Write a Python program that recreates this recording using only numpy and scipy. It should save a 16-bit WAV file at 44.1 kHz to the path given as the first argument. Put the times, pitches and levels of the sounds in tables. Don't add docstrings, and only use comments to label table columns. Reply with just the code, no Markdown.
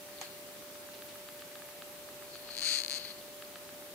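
import sys
import numpy as np
from scipy import signal
from scipy.fft import rfft, irfft, next_fast_len
from scipy.io import wavfile
from scipy.ndimage import uniform_filter1d

SR = 44100
rng = np.random.default_rng(int(sys.argv[2]) if len(sys.argv) > 2 else 0)


def int16_out(signal):
    q = np.round(np.clip(np.atleast_2d(signal).T, -1, 1) * 32767)
    wavfile.write(sys.argv[1], SR, q.astype(np.int16))


def field_ratio(decibels):
    return 10 ** (np.asarray(decibels, dtype=float) / 20)


N = 173754


def evened(x):
    return x / np.sqrt(np.mean(x ** 2) + 1e-20)


def wander(size):
    once = uniform_filter1d(rng.standard_normal(N), size=size)
    return evened(uniform_filter1d(once, size=size))


def read(points, hz):
    f, value = np.transpose(points)
    return np.interp(np.log(hz + 1), np.log(f + 1), value)


def causal(gain):
    log = np.log(np.concatenate([gain, gain[-2:0:-1]]) + 1e-5)
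    return np.fft.ifft(np.exp(np.conj(signal.hilbert(log)))).real[:1024]


def clicks(s, db):
    out, at = np.zeros(N), np.asarray(s) * SR
    k = np.floor(at).astype(int)[:, None] + np.arange(-8, 9)
    offset = k - at[:, None]
    np.add.at(out, k, field_ratio(db)[:, None] * np.sinc(offset) * np.cos(offset * np.pi / 20) ** 2)
    return out


def ring(modes, rise_s):
    t = np.arange(3000) / SR
    out = np.zeros((2, len(t)))
    for k, (hz, db, t60, pan) in enumerate(modes):
        level_db = db - 60 * t / t60 + pan * np.array([[.5], [-.5]])
        out += (-1) ** k * field_ratio(level_db) * np.sin(2 * np.pi * hz * t)
    out = out * np.minimum(t / rise_s, 1)
    return out / abs(out).max()


def strike(hits, body):
    return signal.oaconvolve(hits[None], body, axes=1)[:, :N]


def room(x):
    level_db, t60 = -24, .18
    t = np.arange(12000) / SR
    signs = rng.choice([-1., 1.], (2, len(t)))
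    sparse = rng.random((2, len(t))) < .05
    tail = signs * sparse * (t > .003) * field_ratio(-60 * t / t60)
    return field_ratio(level_db) * signal.fftconvolve(x, tail / np.linalg.norm(tail[0]), axes=1)[:, :N]


def hiss():
    # (frequency [Hz], density [dB per Hz])
    rumble = [(15, -28), (25, -33), (49, -12.5), (321, -2.5), (381, -7), (528, -4.5), (585, -6.5),
              (659, -7), (1500, -10), (1950, -50), (3300, -120)]
    # (frequency [Hz], density [dB per Hz])
    fizz = [(880, -30), (1500, -1.5), (2040, -1.5), (4330, -3), (5330, -5), (6960, -5.5), (14300, -4),
            (15200, -2), (16000, -15)]
    # (frequency [Hz], correlation [0 to 1])
    likeness = [(60, 0.0031), (130, 0.67), (290, 0.75), (640, 0.48), (1410, 0.34), (3100, 0), (6820, 0),
                (15000, -0.0)]
    # (frequency [Hz], left over right [dB])
    balance = [(25, -6), (60, -3), (125, -1), (3000, 0), (4300, 3.5), (6000, 0)]
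    rumble_db, fizz_db, patch_db = -55.5, -50.5, 0.68
    frames, hz = N // 512 + 5, np.fft.rfftfreq(2048, 1 / SR)
    a, b, c, d, patches = rng.standard_normal((frames, 1025, 5)).T
    patches = uniform_filter1d(uniform_filter1d(patches, size=24, axis=0), size=6, axis=1)
    patches = evened(patches)
    low = field_ratio(read(rumble, hz)) * (hz < 1500)
    high = field_ratio(read(fizz, hz)) * (hz >= 1500)
    shape = field_ratio(rumble_db) * low / np.linalg.norm(low) + field_ratio(fizz_db) * high / np.linalg.norm(high)
    same = np.clip(read(likeness, hz), -1, 1)[:, None]
    left = a + 1j * b
    right = same * left + np.sqrt(1 - same ** 2) * (c + 1j * d)
    sides = np.array([.5, -.5])[:, None, None]
    level_db = patch_db * patches + read(balance, hz)[:, None] * sides
    z = np.array([left, right]) * shape[:, None] * field_ratio(level_db)
    noise = signal.istft(z, nperseg=2048, noverlap=1536)[1][:, :N]
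    return np.linalg.norm(shape) * evened(noise)


def hum():
    # (frequency [Hz], level [dB rms], wavering [dB])
    tones = [(310, -77.5, 4.5), (362.8, -69, 4), (392.5, -66.5, 3), (589.5, -53.5, 1), (776, -77.5, 6.5),
             (875, -77.5, 8), (992, -93, 2)]
    t, out = np.arange(N) / SR, np.zeros(N)
    for hz, db, waver_db in tones:
        level, phase = wander(3000), wander(3000)
        angle = 2 * np.pi * hz * t + 0.096 * waver_db * phase + 6 * rng.random()
        out += np.sqrt(2) * field_ratio(db + waver_db * np.tanh(level)) * np.sin(angle)
    return out * field_ratio([[-.3], [.3]])


def whine():
    # (time at lowest [s], lowest frequency [Hz], half length [s])
    dips = [(.4, 7000, .021), (.532, 15200, .014), (.715, 13600, .008), (1.031, 13200, .011),
            (1.058, 11100, .018), (1.157, 10200, .016), (1.334, 9000, .011), (1.392, 6000, .02),
            (1.675, 8500, .022), (1.924, 10900, .013), (2.42, 10900, .012), (2.605, 15000, .005)]
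    t = np.arange(N) / SR
    swoops = [low + (16000 - low) * abs((t - s) / half) ** 1.6 for s, low, half in dips]
    hz = np.min(swoops, 0)
    level_db = -54 + np.interp(hz, [8000, 11000, 14000, 15500], [-12, 0, 0, -5])
    level_db = level_db + np.array([[-9.], [0]])
    tone = np.sin(2 * np.pi * np.cumsum(np.minimum(hz, 18000)) / SR)
    return np.sqrt(2) * field_ratio(level_db) * (hz < 18000) * tone


def brushes():
    # (time [s], level [dB], t60 [s])
    rustles = [
        (.936, -53, .3),
        (1.084, -54, .4),
        (1.393, -54, .15),
    ]
    t = np.arange(N) / SR
    grit = rng.standard_normal((2, N)) * (rng.random(N) < .08)
    grit = grit + 0.52 * grit[::-1]
    band = signal.butter(2, [2100, 4900], "band", fs=SR, output="sos")
    fades = sum((t > s) * field_ratio(db - 60 * abs(t - s) / t60) for s, db, t60 in rustles)
    return evened(signal.sosfilt(band, grit)) * fades


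def ticks():
    # (time [s], peak level [dB])
    steps = [(0.0872, -45), (0.4878, -43), (0.5527, -45), (0.622, -44), (0.699, -48), (0.7547, -40.5),
             (0.8877, -40), (1.0211, -36.5), (1.1557, -39), (1.2873, -36.5), (1.4204, -37), (1.5544, -36.5),
             (1.6202, -37.5), (1.6878, -40.5), (1.821, -34.5), (1.9544, -49), (2.0875, -38), (2.2226, -39),
             (2.3548, -36.5), (2.489, -35.5), (2.6215, -38), (3.147, -49), (3.4224, -35), (3.55684, -34.5),
             (3.6902, -38.5), (3.8238, -43)]
    soft_steps = [.5524, .6993, .8873, 1.1552, 1.6194, 1.6887, 2.0884, 2.2223, 3.8235]
    # (frequency [Hz], level [dB], t60 [s], left over right [dB])
    body = [(1240, 0, 0.014, -2), (1700, -1, 0.011, -1), (2150, -3, .006, 1)]
    # (frequency [Hz], level [dB], t60 [s], left over right [dB])
    snap_modes = [(2560, 0, .007, 3), (3120, 1, .007, 3), (3800, -1, .007, 8), (4600, -2, .006, -2)]
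    s, db = np.transpose(steps)
    soft = abs(s[:, None] - soft_steps).min(1) < .004
    thud_db = db - 1.5 + 1.5 * soft
    snap_db = db + 1 + .3 * (db + 38) - 7 * soft
    thud = strike(clicks(s + .0005, thud_db), ring(body, .0005))
    snap = strike(clicks(s + .0003, snap_db), ring(snap_modes, .0003))
    return thud + snap


def small_blips():
    # (time [s], level [dB], frequency [Hz])
    blips = [(.1856, -37, 3820), (.266, -39, 2700), (3.1888, -45, 4450), (3.2128, -40, 3620),
             (3.225, -45, 3900), (3.3785, -45, 4150), (3.449, -41, 4450)]
    out = np.zeros((2, N))
    for s, db, hz in blips:
        out += strike(clicks([s], [db]), ring([(hz, 0, .007, 6), (.8 * hz, -6, .005, 0)], .0008))
    return out


def knock():
    # (frequency [Hz], level [dB], t60 [s], left over right [dB])
    modes = [(770, 0, .026, 0), (1400, -12, .008, 0), (2300, -9, .009, -2), (3100, -6, .008, 0),
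             (4400, -6, .006, 6), (6500, -1, .008, 4), (7300, -2, .004, 4), (8800, -4, .003, 4)]
    start_s, level_db = .2132, -26.5
    tail_db, tail_t60 = -6.5, 0.19
    t = np.arange(N) / SR - start_s
    tap = strike(clicks([start_s, start_s + .0009], [level_db, level_db + 1]), ring(modes, .0002))
    tap = signal.lfilter(*signal.butter(2, 450, "high", fs=SR), tap)
    band = signal.butter(1, [600, 3800], "band", fs=SR, output="sos")
    rattle = signal.sosfilt(band, rng.standard_normal((2, N)))
    return tap + rattle * (t > 0) * field_ratio(level_db + tail_db - 60 * abs(t) / tail_t60)


def scrape(curve):
    slips_per_s, clump_db = 5000, 1.4
    s, db = np.transpose(curve)
    clump = wander(250)
    grit = rng.standard_normal(N) * (rng.random(N) < slips_per_s / SR)
    grit = evened(grit * field_ratio(clump_db * clump))
    grit = signal.lfilter(*signal.butter(2, [1000, 4900], "band", fs=SR), grit)
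    return grit * field_ratio(np.interp(np.arange(N) / SR, s, db, -140, -140))


def shell_rubbing():
    # (time [s], level [dB])
    stirring = [(0.12, -72), (0.19, -61), (0.24, -58.5), (0.33, -63), (0.42, -72)]
    # (time [s], level [dB])
    squeeze = [(2.27, -68), (2.36, -54.5), (2.39, -65.5), (2.52, -52), (2.62, -53), (2.84, -58),
               (2.87, -67), (2.9, -61), (2.98, -60)]
    # (time [s], level [dB])
    settling = [(2.98, -51), (3.0, -48), (3.025, -48), (3.035, -46.5), (3.065, -48), (3.09, -52.5),
                (3.11, -49), (3.13, -59.5), (3.18, -63), (3.3, -73)]
    return scrape(squeeze) + scrape(settling) + scrape(stirring)


def slow_scraper():
    # (time [s], peak level [dB])
    slips = [(2.50391, -41.5), (2.51249, -39.2), (2.5181, -40.0), (2.53611, -35.7), (2.5526, -31.1),
             (2.56745, -27.5), (2.5779, -25.4), (2.58588, -25.0), (2.59431, -24.8), (2.60698, -25.7),
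             (2.61824, -25.0), (2.62693, -24.1), (2.63441, -23.4), (2.64204, -26.1), (2.64762, -24.3),
             (2.65408, -20.6), (2.65935, -24.7), (2.66527, -23.9), (2.67314, -24.3), (2.68222, -24.6),
             (2.68956, -24.9), (2.69681, -24.5), (2.70587, -23.7), (2.71563, -24.6), (2.72479, -23.8),
             (2.73176, -23.3), (2.74109, -23.2), (2.75041, -23.5), (2.75902, -23.2), (2.77274, -23.1),
             (2.78699, -23.1), (2.80261, -23.2), (2.81779, -24.4), (2.83617, -23.7), (2.84814, -23.7),
             (2.86197, -24.9), (2.88143, -23.9), (2.89774, -23.8), (2.90706, -23.5), (2.91433, -23.0),
             (2.92025, -23.2), (2.92792, -23.6), (2.93539, -24.7), (2.94175, -25.3), (2.94828, -25.5),
             (2.95282, -26.0), (2.9566, -28.2), (2.95989, -28.0), (2.96252, -28.0), (2.96496, -29.3),
             (2.96726, -28.9), (2.9701, -29.7), (2.97278, -29.5), (2.97506, -30.3), (2.97698, -32.2),
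             (2.97937, -32.0), (2.98134, -33.2), (2.98312, -33.4), (2.9846, -36.9)]
    s, db = np.transpose(slips)
    return clicks(s - .00007, db)


def fast_scraper():
    early_teeth = [2.61344, 2.6165, 2.61778, 2.61858, 2.6198, 2.62087, 2.62183, 2.62307, 2.62417, 2.6253,
                   2.62626, 2.62767, 2.6284, 2.62924, 2.63036, 2.63188, 2.63306, 2.63545, 2.63651, 2.63754,
                   2.63886, 2.64051, 2.64341, 2.64477, 2.64687, 2.64822, 2.64897, 2.65102, 2.65252, 2.65595,
                   2.65812, 2.65982, 2.66153, 2.66438, 2.66612, 2.66759, 2.66896, 2.66994, 2.67144, 2.67266,
                   2.67392, 2.67531, 2.67699, 2.67837, 2.67966, 2.68091, 2.6843, 2.68559, 2.68714, 2.68907,
                   2.69066, 2.69156, 2.69286, 2.69511, 2.6983, 2.69975, 2.7012, 2.70327, 2.70496, 2.70644]
    later_teeth = [2.70861, 2.71014, 2.71203, 2.71335, 2.71494, 2.71687, 2.71841, 2.7201, 2.72168, 2.72398,
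                   2.72566, 2.72697, 2.72848, 2.73069, 2.73241, 2.73446, 2.73649, 2.73853, 2.74028, 2.74251,
                   2.74465, 2.74732, 2.74933, 2.75086, 2.75286, 2.75444, 2.75622, 2.75811, 2.75957, 2.76158,
                   2.76354, 2.76618, 2.76862, 2.77105, 2.77484, 2.77692, 2.77877, 2.78091, 2.78245, 2.7846,
                   2.7858, 2.78749, 2.78859, 2.79037, 2.79286, 2.79473, 2.7965, 2.79857, 2.80027, 2.80218,
                   2.80389, 2.80528, 2.80715, 2.80901, 2.81142, 2.81259, 2.81632, 2.81971, 2.82114, 2.82517]
    # (time [s], peak level [dB])
    pressure = [(2.613, -38), (2.62, -34), (2.638, -33), (2.645, -30), (2.662, -26.5), (2.74, -24.7),
                (2.795, -28), (2.806, -33), (2.827, -38)]
    uneven_db = .7
    teeth = np.concatenate([early_teeth, later_teeth])
    press_db = np.interp(teeth, *np.transpose(pressure)) + uneven_db * rng.standard_normal(len(teeth))
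    return clicks(teeth - .00007, press_db)


def shell_response():
    # (frequency [Hz], level [dB])
    near_curve = [(700, -32), (2300, -16), (2900, -16.5), (3600, -10), (5700, -19), (7400, -12),
                  (9700, -13.5), (13500, -34)]
    # (frequency [Hz], level [dB])
    far_curve = [(700, -33), (2300, -10.5), (4750, -10), (5150, -40), (5900, -36), (6300, -21), (9000, -29),
                 (14000, -36)]
    # (frequency [Hz], width [Hz], level [dB])
    shell = [(4220, 260, 7), (4520, 350, 5), (4950, 450, -5), (6450, 400, -4)]
    far_lag_s = .00001
    hz = np.fft.rfftfreq(4096, 1 / SR)
    peaks = sum(field_ratio(db) ** 2 / (1 + (2 * (hz - f) / width) ** 2) ** 1.5 for f, width, db in shell)
    near = causal(np.sqrt(field_ratio(read(near_curve, hz)) ** 2 + peaks))
    far = causal(field_ratio(read(far_curve, hz)))
    lag = np.exp(-2j * np.pi * np.fft.rfftfreq(2048, 1 / SR) * far_lag_s)
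    far = irfft(rfft(far, 2048) * lag)[:1024]
    return np.array([near, far]) / abs(near).max()


def beetle():
    soft_start, port_turn = .55, 1.35
    drive = field_ratio(6.0) * (slow_scraper() + fast_scraper()) + shell_rubbing()
    for _ in range(2):
        drive = signal.lfilter([soft_start, 1], [1, soft_start], drive)
    drive = (signal.hilbert(drive, next_fast_len(N))[:N] * np.exp(1j * port_turn)).real
    return strike(drive, shell_response())


def scene():
    near = beetle() + knock() + small_blips()
    return near + room(near) + ticks() + brushes() + whine() + hum() + hiss()


def band_limit(x):
    return signal.sosfilt(signal.butter(12, 16150, fs=SR, output="sos"), x)


def record(dry):
    edge_hz = 15780
    lowpass = signal.firwin(2047, edge_hz, window=("kaiser", 9), fs=SR)
    mix = signal.oaconvolve(dry, lowpass[None], "same")
    return band_limit(mix)


dry = scene()
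out = record(dry)
int16_out(out)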